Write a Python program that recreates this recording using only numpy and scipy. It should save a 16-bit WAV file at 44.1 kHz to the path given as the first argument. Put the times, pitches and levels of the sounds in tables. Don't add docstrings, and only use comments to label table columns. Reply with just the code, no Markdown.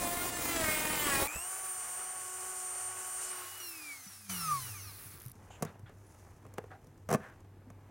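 import sys
import numpy as np
from scipy import signal
from scipy.fft import rfft, irfft, next_fast_len
from scipy.io import wavfile
from scipy.ndimage import uniform_filter1d, map_coordinates

SR = 44100
rng = np.random.default_rng(int(sys.argv[2]) if len(sys.argv) > 2 else 0)


def pcm_store(signal):
    levels = np.round(np.clip(np.atleast_2d(signal), -1, 1) * 32767)
    wavfile.write(sys.argv[1], SR, levels.astype(np.int16).T)


def to_linear_factor(level_db):
    exponent = np.asarray(level_db, float) / 20
    return 10 ** exponent


N = 348390

# frequency in Hz, density in dB per Hz.
DRONE_COLOUR = [(13, -49), (22, -19), (32, -7), (66, -8.5), (97, -4.5), (205, -14), (365, -14.5),
                (634, -24.5), (858, -24.5), (1410, -32), (1660, -32.5), (3590, -44), (9950, -47),
                (14200, -45), (15900, -54)]
# frequency in Hz, level in dB.
CRACK_COLOUR = [(2500, -12), (4500, -5.5), (6200, 4), (8000, -0.5), (10000, 0), (12500, -6), (15800, -6)]


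def unit(x):
    return x / np.sqrt(np.mean(x ** 2) + 1e-20)


def along(points, hz):
    f, v = np.transpose(points)
    return np.interp(np.log(hz + 1), np.log(f + 1), v)


def curves(rows, outside=None):
    s, *cols = np.transpose(rows)
    t = np.arange(N) / SR
    return [np.interp(t, s, c, outside, outside) for c in cols]


def wobble(rate):
    knots = rng.standard_normal(int(N * rate / SR) + 4)
    return map_coordinates(knots, [np.arange(N) * rate / SR], order=1)


def filtered(x, response):
    m = next_fast_len(N + SR // 2)
    return irfft(rfft(x, m) * response(np.fft.rfftfreq(m, 1 / SR)), m)[..., :N]


def modes(table):
    def response(f):
        total = 0
        for k, (centre, width, db) in enumerate(table):
            damping = 1j * f * width
            total = total + (-1) ** k * to_linear_factor(db) * damping / (centre * centre - f * f + damping)
        return total
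    return response


def band(x, spectrum, lo_hz, hi_hz):
    def response(f):
        edge = 1 / np.sqrt((1 + (lo_hz / (f + 1)) ** 8) * (1 + (f / hi_hz) ** 8))
        return to_linear_factor(along(spectrum, f)) * edge
    return unit(filtered(x, response))


def burst(x, s, length, centre_hz, width_hz):
    piece = x[round(s * SR):][:round(length * SR)]
    f = np.fft.rfftfreq(len(piece), 1 / SR)
    return irfft(rfft(piece) * modes([(centre_hz, width_hz, 0)])(f) ** 2, len(piece))


def drone():
    # frequency in Hz, width in Hz, level in dB.
    boom_modes = [(98.46, 3, 3), (80.6, 5, -4.5), (130, 10, -14), (168, 8.6, -11)]
    # time in seconds, gain in dB.
    gain_ride = [(0, -17.5), (4.292, -12.5), (4.295, 0.5), (7.9, 1)]
    boom = unit(filtered(rng.standard_normal(N), lambda f: modes(boom_modes)(f) ** 2))
    rush = band(rng.standard_normal(N), DRONE_COLOUR, 15, 18000)
    return to_linear_factor(curves(gain_ride)[0]) * (to_linear_factor(-58.5) * boom + to_linear_factor(-60) * rush)


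def room(x):
    t = np.arange(SR // 2) / SR
    tail = np.pad(rng.standard_normal(len(t)) * to_linear_factor(-60 * t / 0.25), (250, 0))
    wet = signal.fftconvolve(x, tail / np.linalg.norm(tail))[:N]
    return filtered(wet, lambda f: 1 / (1 + 1j * f / 3000))


def rustle():
    # time in seconds, dull part in dB, bright part in dB.
    rubbing = [(5.33, -68.5, -73), (5.52, -62, -71), (5.71, -58.5, -73), (5.83, -71.5, -84),
               (5.97, -69.5, -75.5), (6.19, -66.5, -68), (6.45, -67.5, -77.5), (6.65, -68, -77),
               (6.83, -70, -80), (7.07, -75, -82), (7.25, -55, -69.5), (7.44, -73.5, -87), (7.67, -71, -88),
               (7.9, -66.5, -81)]
    dull_db, bright_db = curves(rubbing, -120)
    dull_grains, bright_grains = [rng.standard_normal(N) * to_linear_factor(2.5 * wobble(200)) for _ in range(2)]
    dull = to_linear_factor(dull_db) * band(dull_grains, DRONE_COLOUR, 580, 3350)
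    return dull + to_linear_factor(bright_db) * band(bright_grains, CRACK_COLOUR, 3300, 17000)


def thuds():
    # start in seconds, peak in dB, pitch in Hz, 60 dB decay in seconds.
    pushes = [
        (1.354, -36, 61.9, 0.11),
        (3.979, -59, 100, 0.12),
        (4.064, -45, 190.5, 0.11),
        (5.059, -42.5, 102, 0.12),
        (5.14, -49, 145, 0.11),
        (5.259, -34.5, 121, 0.11),
        (5.831, -38, 113, 0.1),
        (7.669, -45, 250, 0.1),
    ]
    out, t = np.zeros(N + SR), np.arange(SR // 2) / SR
    for s, db, pitch_hz, t60 in pushes:
        onset = 1 - np.exp(-t / 0.0026)
        out[round(s * SR):][:len(t)] += to_linear_factor(db - 60 * t / t60) * onset * np.sin(2 * np.pi * pitch_hz * t)
    return out[:N]


def puffs():
    # start in seconds, length in seconds, centre in Hz, width in Hz, level in dB.
    squeezes = [(5.504, 0.014, 746, 400, -51), (5.505, 0.09, 2770, 700, -62), (5.5, 0.1, 6960, 1500, -65.5),
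                (5.653, 0.069, 1500, 1200, -56.5), (5.668, 0.036, 3480, 500, -68),
                (5.862, 0.032, 3300, 200, -69), (5.859, 0.078, 1400, 1200, -62),
                (6.048, .14, 9900, 400, -75), (6.71, .08, 750, 120, -55), (6.705, 0.071, 1500, 700, -57),
                (7.2, .15, 1570, 600, -55.5)]
    out, noise = np.zeros(N), rng.standard_normal(N)
    for s, length, centre_hz, width_hz, db in squeezes:
        hiss = unit(burst(noise, s, length, centre_hz, width_hz))
        u = np.linspace(0, 1, len(hiss))
        out[round(s * SR):][:len(hiss)] += to_linear_factor(db) * hiss * 2 * u ** 0.25 * (1 - u)
    return out


def snaps():
    # start in seconds, peak in dB, cushion in dB, crack in dB, 60 dB decay in seconds.
    tugs = [(1.359, -37, -12.5, -1, 0.043), (5.354, -53.5, -2.5, -8, 0.044), (5.432, -56, -6, -12, 0.044),
            (5.461, -65, -5, -11, 0.05), (5.61, -46.5, -5, -22, 0.046), (5.624, -26.5, -6, -5, 0.063),
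            (5.65, -35.5, -5, -6.5, 0.044), (5.694, -49.5, -5, -19, 0.05), (5.754, -52, -10, -20, 0.05),
            (5.794, -54, -3, -5, 0.043), (5.894, -47, -20, -16, 0.056), (6.122, -57, -11, -6, 0.055),
            (6.145, -56, -8, -8, 0.046), (6.196, -52.5, -12, -7, 0.054), (6.267, -53, -13, -14, 0.05),
            (6.451, -44.5, -20, -18, 0.05), (6.465, -49, -18, -10, 0.044), (6.539, -49.5, -18, -2, 0.045),
            (6.577, -44, -29, -21, 0.05), (6.582, -24, -20.5, -16, 0.034), (6.64, -41.5, -20, -22, 0.036),
            (6.716, -41, -24, -32, 0.048), (6.844, -57, -11, -4, 0.05), (6.87, -58, -7, 0, 0.045),
            (6.977, -59, -8, -5, 0.05), (7.089, -28, -11.5, -14, 0.075), (7.103, -28, -15, -14, 0.12),
            (7.113, -20.5, -12, -17, 0.046), (7.127, -19.5, -13, -12, 0.059),
            (7.138, -21.5, -19, -10, 0.053), (7.146, -16.5, -9.5, -17, 0.035), (7.155, -30, -2, -13, 0.041),
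            (7.404, -58, -8, -4, 0.05), (7.447, -50.5, -11, -22, 0.046), (7.702, -45, -7.5, -11, 0.044)]
    # frequency in Hz, width in Hz, level in dB.
    upholstery = [
        [(163.5, 39, 5), (236, 77, -1)],
        [(447, 94, 2), (700, 190, -3), (1110, 230, -8), (1720, 520, -14.5), (2560, 860, -22)],
    ]
    low, body, top = np.zeros((3, N + SR))
    t = np.arange(SR // 4) / SR
    for s, db, cushion_db, crack_db, t60 in tugs:
        at, draw = round(s * SR), rng.standard_normal((2, len(t)))
        low[at:][:len(t)] += to_linear_factor(db + cushion_db + 18) * np.exp(-t / 0.001)
        body[at:][:len(t)] += to_linear_factor(db + 13 - 60 * t / t60) * draw[0]
        body[at] += to_linear_factor(db + 27)
        top[at:][:len(t)] += to_linear_factor(db + crack_db + 2 - 60 * t / (0.5 * t60)) * draw[1]
    cushion = filtered(low[:N], modes(upholstery[0]))
    cover = filtered(body[:N], modes(upholstery[1]))
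    crack = filtered(top[:N], lambda f: to_linear_factor(along(CRACK_COLOUR, f) - 30 * (f < 2500)))
    return cushion + cover + crack


def shaft():
    # time in seconds, turns per second; under load, free, coasting, coming to rest.
    loaded = [(0.0, 352.7), (0.084, 346.7), (0.158, 352.4), (0.272, 355.5), (0.374, 352.4), (0.534, 339.7),
              (0.668, 310.8), (0.742, 307.9), (0.944, 306.7), (1.056, 293.8), (1.12, 277.9), (1.178, 271.8),
              (1.234, 275.2), (1.27, 288)]
    free = [(1.29, 299), (1.43, 354.8), (1.49, 373.4), (1.52, 377.4), (1.58, 379.3), (1.91, 364.8),
            (2.18, 371.8), (2.2, 368.4), (2.35, 370), (2.53, 371.4), (2.61, 368.2), (2.83, 368),
            (2.96, 370.9), (3.23, 369.3), (3.31, 370.3), (3.32, 368), (3.44, 361.6), (3.59, 366),
            (3.6, 367)]
    slowing = [(3.62, 359), (3.752, 323.5), (3.938, 277.5), (4.134, 231.3), (4.238, 207), (4.376, 176.3),
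               (4.476, 157), (4.6, 130.3)]
    stopping = [(4.69, 117), (4.79, 91), (4.91, 70), (5.0, 56), (5.1, 38), (5.2, 21), (5.33, 5.6)]
    hz = curves(loaded + free + slowing + stopping)[0]
    return hz, np.cumsum(hz) / SR


def tone(order, turns, blur):
    start = rng.uniform(0, 2 * np.pi)
    return np.sqrt(2) * np.sin(2 * np.pi * order * turns + start + blur * wobble(90))


def ticks():
    # time in seconds, peak in dB.
    last_bars = [(5.2004, -42), (5.206, -45), (5.2184, -39), (5.2244, -48), (5.2314, -49), (5.2374, -45),
                 (5.2455, -45), (5.2537, -43), (5.262, -39), (5.2724, -46), (5.2829, -41), (5.297, -45),
                 (5.3162, -38.5)]
    out, t = np.zeros(N), np.arange(400) / SR
    for s, db in last_bars:
        out[round(s * SR):][:len(t)] += to_linear_factor(db - 3 - 60 * t / 0.013) * rng.standard_normal(len(t))
    casing = modes([(5800, 2000, -10), (9700, 970, 1), (13060, 2200, 0), (15000, 1500, -9)])
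    return 2.36 * filtered(out, casing)


def air(hz, turns):
    # time in seconds, low, mid and high band in dB.
    rush_levels = [
        [(1.28, -51, -47.5, -53), (1.37, -52, -50, -48.5), (1.7, -53, -47, -53), (1.96, -53, -49, -53.5),
         (2.34, -53.5, -48.5, -58), (2.89, -53, -47.5, -63), (3.14, -53.5, -47, -51), (3.25, -52, -43, -65),
         (3.38, -52.5, -51.5, -49.5), (3.55, -55, -53.5, -50), (3.69, -56.5, -56, -45), (3.88, -59, -53.5, -56),
         (4.07, -61.5, -56.5, -56), (4.29, -65, -58, -61)],
        [(4.297, -49, -42, -47), (4.347, -51.5, -49.5, -41), (4.475, -53, -47.5, -45.5),
         (4.655, -55.5, -51, -47), (4.797, -61.5, -60, -53.5), (5.159, -60.5, -62, -53), (5.269, -61, -74, -61),
         (5.32, -69, -71, -67)],
    ]
    # frequency in Hz, density in dB per Hz.
    fan_colour = [(15, -50), (25, -16), (96, -16), (308, -20.5), (362, -12.5), (622, -10), (731, -4),
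                  (1010, -9), (1100, -6), (1290, -4.5), (2980, -14), (4120, -29.5), (7460, -6.5),
                  (9020, -10), (15900, -9)]
    brush_colour = [(180, -37), (300, -12), (655, -17.5), (736, -7), (1010, -9), (1170, 0), (1320, -3.5),
                    (2730, -8.5), (2970, -12), (5870, -5.5), (7530, -9.5), (10200, 2), (12400, -5.5),
                    (13500, -2), (15900, -1)]
    since_bar = (8 * turns % 1) / (8 * hz)
    scratch = curves([(4.3, 0.063), (4.8, 0.36), (5.1, 0.56), (5.2, 1), (5.33, 0.27)])[0]
    gate = 1 - scratch + 2.5 * scratch * np.exp(-since_bar / 0.0012)
    fan_share = curves([(3.2, 0.94), (3.5, 0.45), (4.0, 0.2), (4.29, 0.11), (5.3, 0.01)])[0]
    out, bands_hz = 0, [(30, 4800), (4000, 9370), (8800, 23400)]
    for level_db, (lo_hz, hi_hz) in zip(curves(rush_levels[0] + rush_levels[1], -120), bands_hz):
        noise = rng.standard_normal((2, N)) * to_linear_factor(1.07 * wobble(15) + 0.93 * wobble(120))
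        fan = np.sqrt(fan_share) * band(noise[0], fan_colour, lo_hz, hi_hz)
        brushes = np.sqrt(1 - fan_share) * gate * band(noise[1], brush_colour, lo_hz, hi_hz)
        out = out + to_linear_factor(level_db + 1.5) * (fan + brushes)
    return out


def coasting(hz, turns):
    # time in seconds, unbalance in dB, commutator in dB.
    whine = [(3.6, -59.5, -56.5), (3.9, -65, -58.5), (4.1, -79, -65.5), (4.285, -62, -67),
             (4.297, -48, -52), (4.5, -47.5, -54), (4.7, -54, -59), (4.9, -69, -66), (5.05, -75, -79),
             (5.2, -95, -85)]
    bar_orders = [3, 7, 8, 12, 16, 24, 32, 40, 48, 56, 64, 72, 80, 88, 96]
    bar_levels = [-19, -14.5, 1, -8, -5.5, -1.5, -1.5, -7.5, -6, -3, -4, -1, -13, -14, -9]
    # frequency in Hz, width in Hz, level in dB.
    casing = [(1169, 150, 7.5), (1500, 510, -0.5), (2282, 400, 3.5), (2918, 370, 1), (4200, 360, 3),
              (5300, 580, 2.5), (6290, 650, 4), (7300, 780, -2.5), (9030, 1300, 2.5), (12900, 1500, -7)]
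    unbalance_db, commutator_db = curves(whine, -120)
    comb = 0
    for k, db in zip(bar_orders, bar_levels):
        ragged = to_linear_factor(db + 4.1 * wobble(12) + 1.7 * wobble(70))
        comb = comb + ragged * tone(k, turns, 0.25 + 0.0094 * k) * (k * hz < 15500)
    unbalance = to_linear_factor(unbalance_db + 1.4 * wobble(23)) * tone(1, turns, 0.17)
    return unbalance + filtered(to_linear_factor(commutator_db) * comb, lambda f: modes(casing)(f) ** 2)


def running(hz, turns):
    # time in seconds, levels of orders 1, 2, 3, 8 and 24 in dB.
    main_tones = [(1.275, -56, -70, -58, -43.5, -55), (1.42, -67, -57, -58, -53.5, -42),
                  (1.52, -67.5, -55, -54, -66, -44), (1.7, -64, -58.5, -54.5, -70, -41.5),
                  (1.85, -68, -57.5, -56.5, -64, -44.5), (2.1, -66, -56, -57, -67, -42.5),
                  (2.3, -60.5, -56.5, -54.5, -67, -47.5), (2.5, -61, -56, -54, -71, -45),
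                  (2.8, -62.5, -55.5, -57.5, -67, -41.5), (3.0, -59.5, -58, -53, -65, -46.5),
                  (3.15, -66, -60, -58, -65, -42), (3.3, -59, -63, -56, -59.5, -46),
                  (3.4, -59, -69, -54, -62, -45.5), (3.47, -68, -79, -55, -57.5, -62),
                  (3.6, -68, -82, -75, -55, -60)]
    # order, order it follows; then their levels in dB below or above it.
    weak_orders = [(4, 3), (12, 24), (16, 24), (25, 24)]
    weak_levels = [-7.5, -29, -18, -13]
    levels = dict(zip((1, 2, 3, 8, 24), curves(main_tones, -120)))
    levels.update({k: levels[lead] + db for (k, lead), db in zip(weak_orders, weak_levels)})
    mains = np.cos(2 * np.pi * 120 * np.arange(N) / SR)
    pull = curves([(1.27, 0.82), (1.45, 0.39), (1.6, 0.15), (3.6, 0.16)])[0]
    out = 0
    for k, db in levels.items():
        ripple = 1 + pull * mains * (k % 8 == 0)
        out = out + to_linear_factor(db + 1.52 * wobble(40)) * tone(k, turns, 0.012 * k + 0.13) * ripple
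    return out


def grinding(hz, turns):
    # time in seconds, rumble, frame, wheel and edge bands in dB.
    cut_levels = [(0.0, -41.5, -46, -43, -41), (0.034, -37, -50, -38, -45.5), (0.116, -41.5, -47, -42, -39),
                  (0.282, -39.5, -47, -40, -43), (0.312, -42.5, -50, -43, -53),
                  (0.454, -40.5, -44, -40.5, -39.5), (0.63, -38, -43.5, -37.5, -49),
                  (0.662, -37.5, -40, -38, -40), (0.786, -41, -39, -40.5, -38.5),
                  (0.936, -40.5, -42.5, -41, -43.5), (1.174, -37.5, -37.5, -36.5, -41),
                  (1.238, -34, -43.5, -37, -38), (1.275, -44, -46, -44, -41)]
    # frequency in Hz, density in dB per Hz.
    grit_colour = [(15, -35), (25, -3), (217, -5.5), (317, 1), (404, -5), (605, -6.5), (1640, -7.5),
                   (1880, -2.5), (4470, -14), (7670, -13), (8780, -25), (9520, -5.5), (11800, -21.5),
                   (14700, -10.5), (15900, 0.5)]
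    # frequency in Hz, width in Hz, level in dB.
    ring_modes = [(700, 520, -3.5), (2140, 720, 3.5), (3790, 3000, -14), (7640, 1200, -1.5),
                  (9750, 730, -6.5), (14300, 1200, -3), (15300, 600, -20)]
    n = round(1.3 * SR)
    comb = np.zeros(N)
    for k in range(1, 60):
        slow, fast = wobble(14)[:n], wobble(70)[:n]
        size = to_linear_factor(4.24 * slow + 2.6 * fast) * (k * hz[:n] < 15800)
        wander = rng.uniform(0, 2 * np.pi) + (0.32 + 0.012 * k) * fast
        comb[:n] += size * np.sin(2 * np.pi * k * turns[:n] + wander)
    comb = filtered(comb, lambda f: modes(ring_modes)(f) + to_linear_factor(-14))
    grit = rng.standard_normal(N) * to_linear_factor(2.5 * wobble(160)) * (1 + 0.36 * np.cos(2 * np.pi * turns))
    flat, out = [(20, 0), (20000, 0)], 0
    parts = [(20, 1140, 0.31), (1200, 3300, 0.71), (4330, 11400, 0.47), (11800, 22000, 0.46)]
    for level_db, (lo_hz, hi_hz, share) in zip(curves(cut_levels, -120), parts):
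        steady = band(comb, flat, lo_hz, hi_hz) * np.sqrt(n / N)
        torn = band(grit, grit_colour, lo_hz, hi_hz)
        out = out + to_linear_factor(level_db) * (np.sqrt(share) * steady + np.sqrt(1 - share) * torn)
    return out


def scene():
    hz, turns = shaft()
    hands = snaps() + thuds() + puffs()
    tool = grinding(hz, turns) + running(hz, turns) + coasting(hz, turns) + air(hz, turns) + ticks()
    mono = drone() + rustle() + hands + to_linear_factor(-15) * room(hands) + tool
    return np.array([mono, mono])


def roll_off(x):
    return signal.sosfilt(signal.butter(12, 16920, fs=SR, output="sos"), x)


def record(dry):
    # time in seconds, centre in Hz.
    flickers = [(.36, 6300), (.5, 13700), (.69, 9700), (.69, 14500), (.8, 5800), (1.13, 10300),
                (1.13, 14500), (1.755, 5200), (2.01, 9700), (2.01, 11600), (2.08, 15100), (2.38, 12400),
                (2.4, 4700), (2.71, 15100), (3.0, 10300), (3.29, 13000), (3.29, 5200), (3.31, 8900),
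                (3.47, 7600), (3.47, 15100), (3.68, 8600), (3.68, 13000), (4.08, 5200), (4.49, 10000)]
    quiet = uniform_filter1d(dry[0] ** 2, 2048) < to_linear_factor(-46) ** 2
    hiss = band(rng.standard_normal(N), [(20, 0), (20000, 0)], 2200, 12000)
    side = to_linear_factor(-86) * quiet * hiss
    shuffled = dry[0] * unit(filtered(rng.standard_normal(N), lambda f: f < 300))
    for s, centre_hz in flickers:
        piece = burst(shuffled, s - 1024 / SR, 2048 / SR, centre_hz, 1800)
        side[round(s * SR - 1024):][:2048] += 0.9 * piece * np.hanning(2048)
    mix = filtered(dry + np.array([side, -side]), lambda f: f < 15850)
    return roll_off(mix)


dry = scene()
out = record(dry)
pcm_store(out)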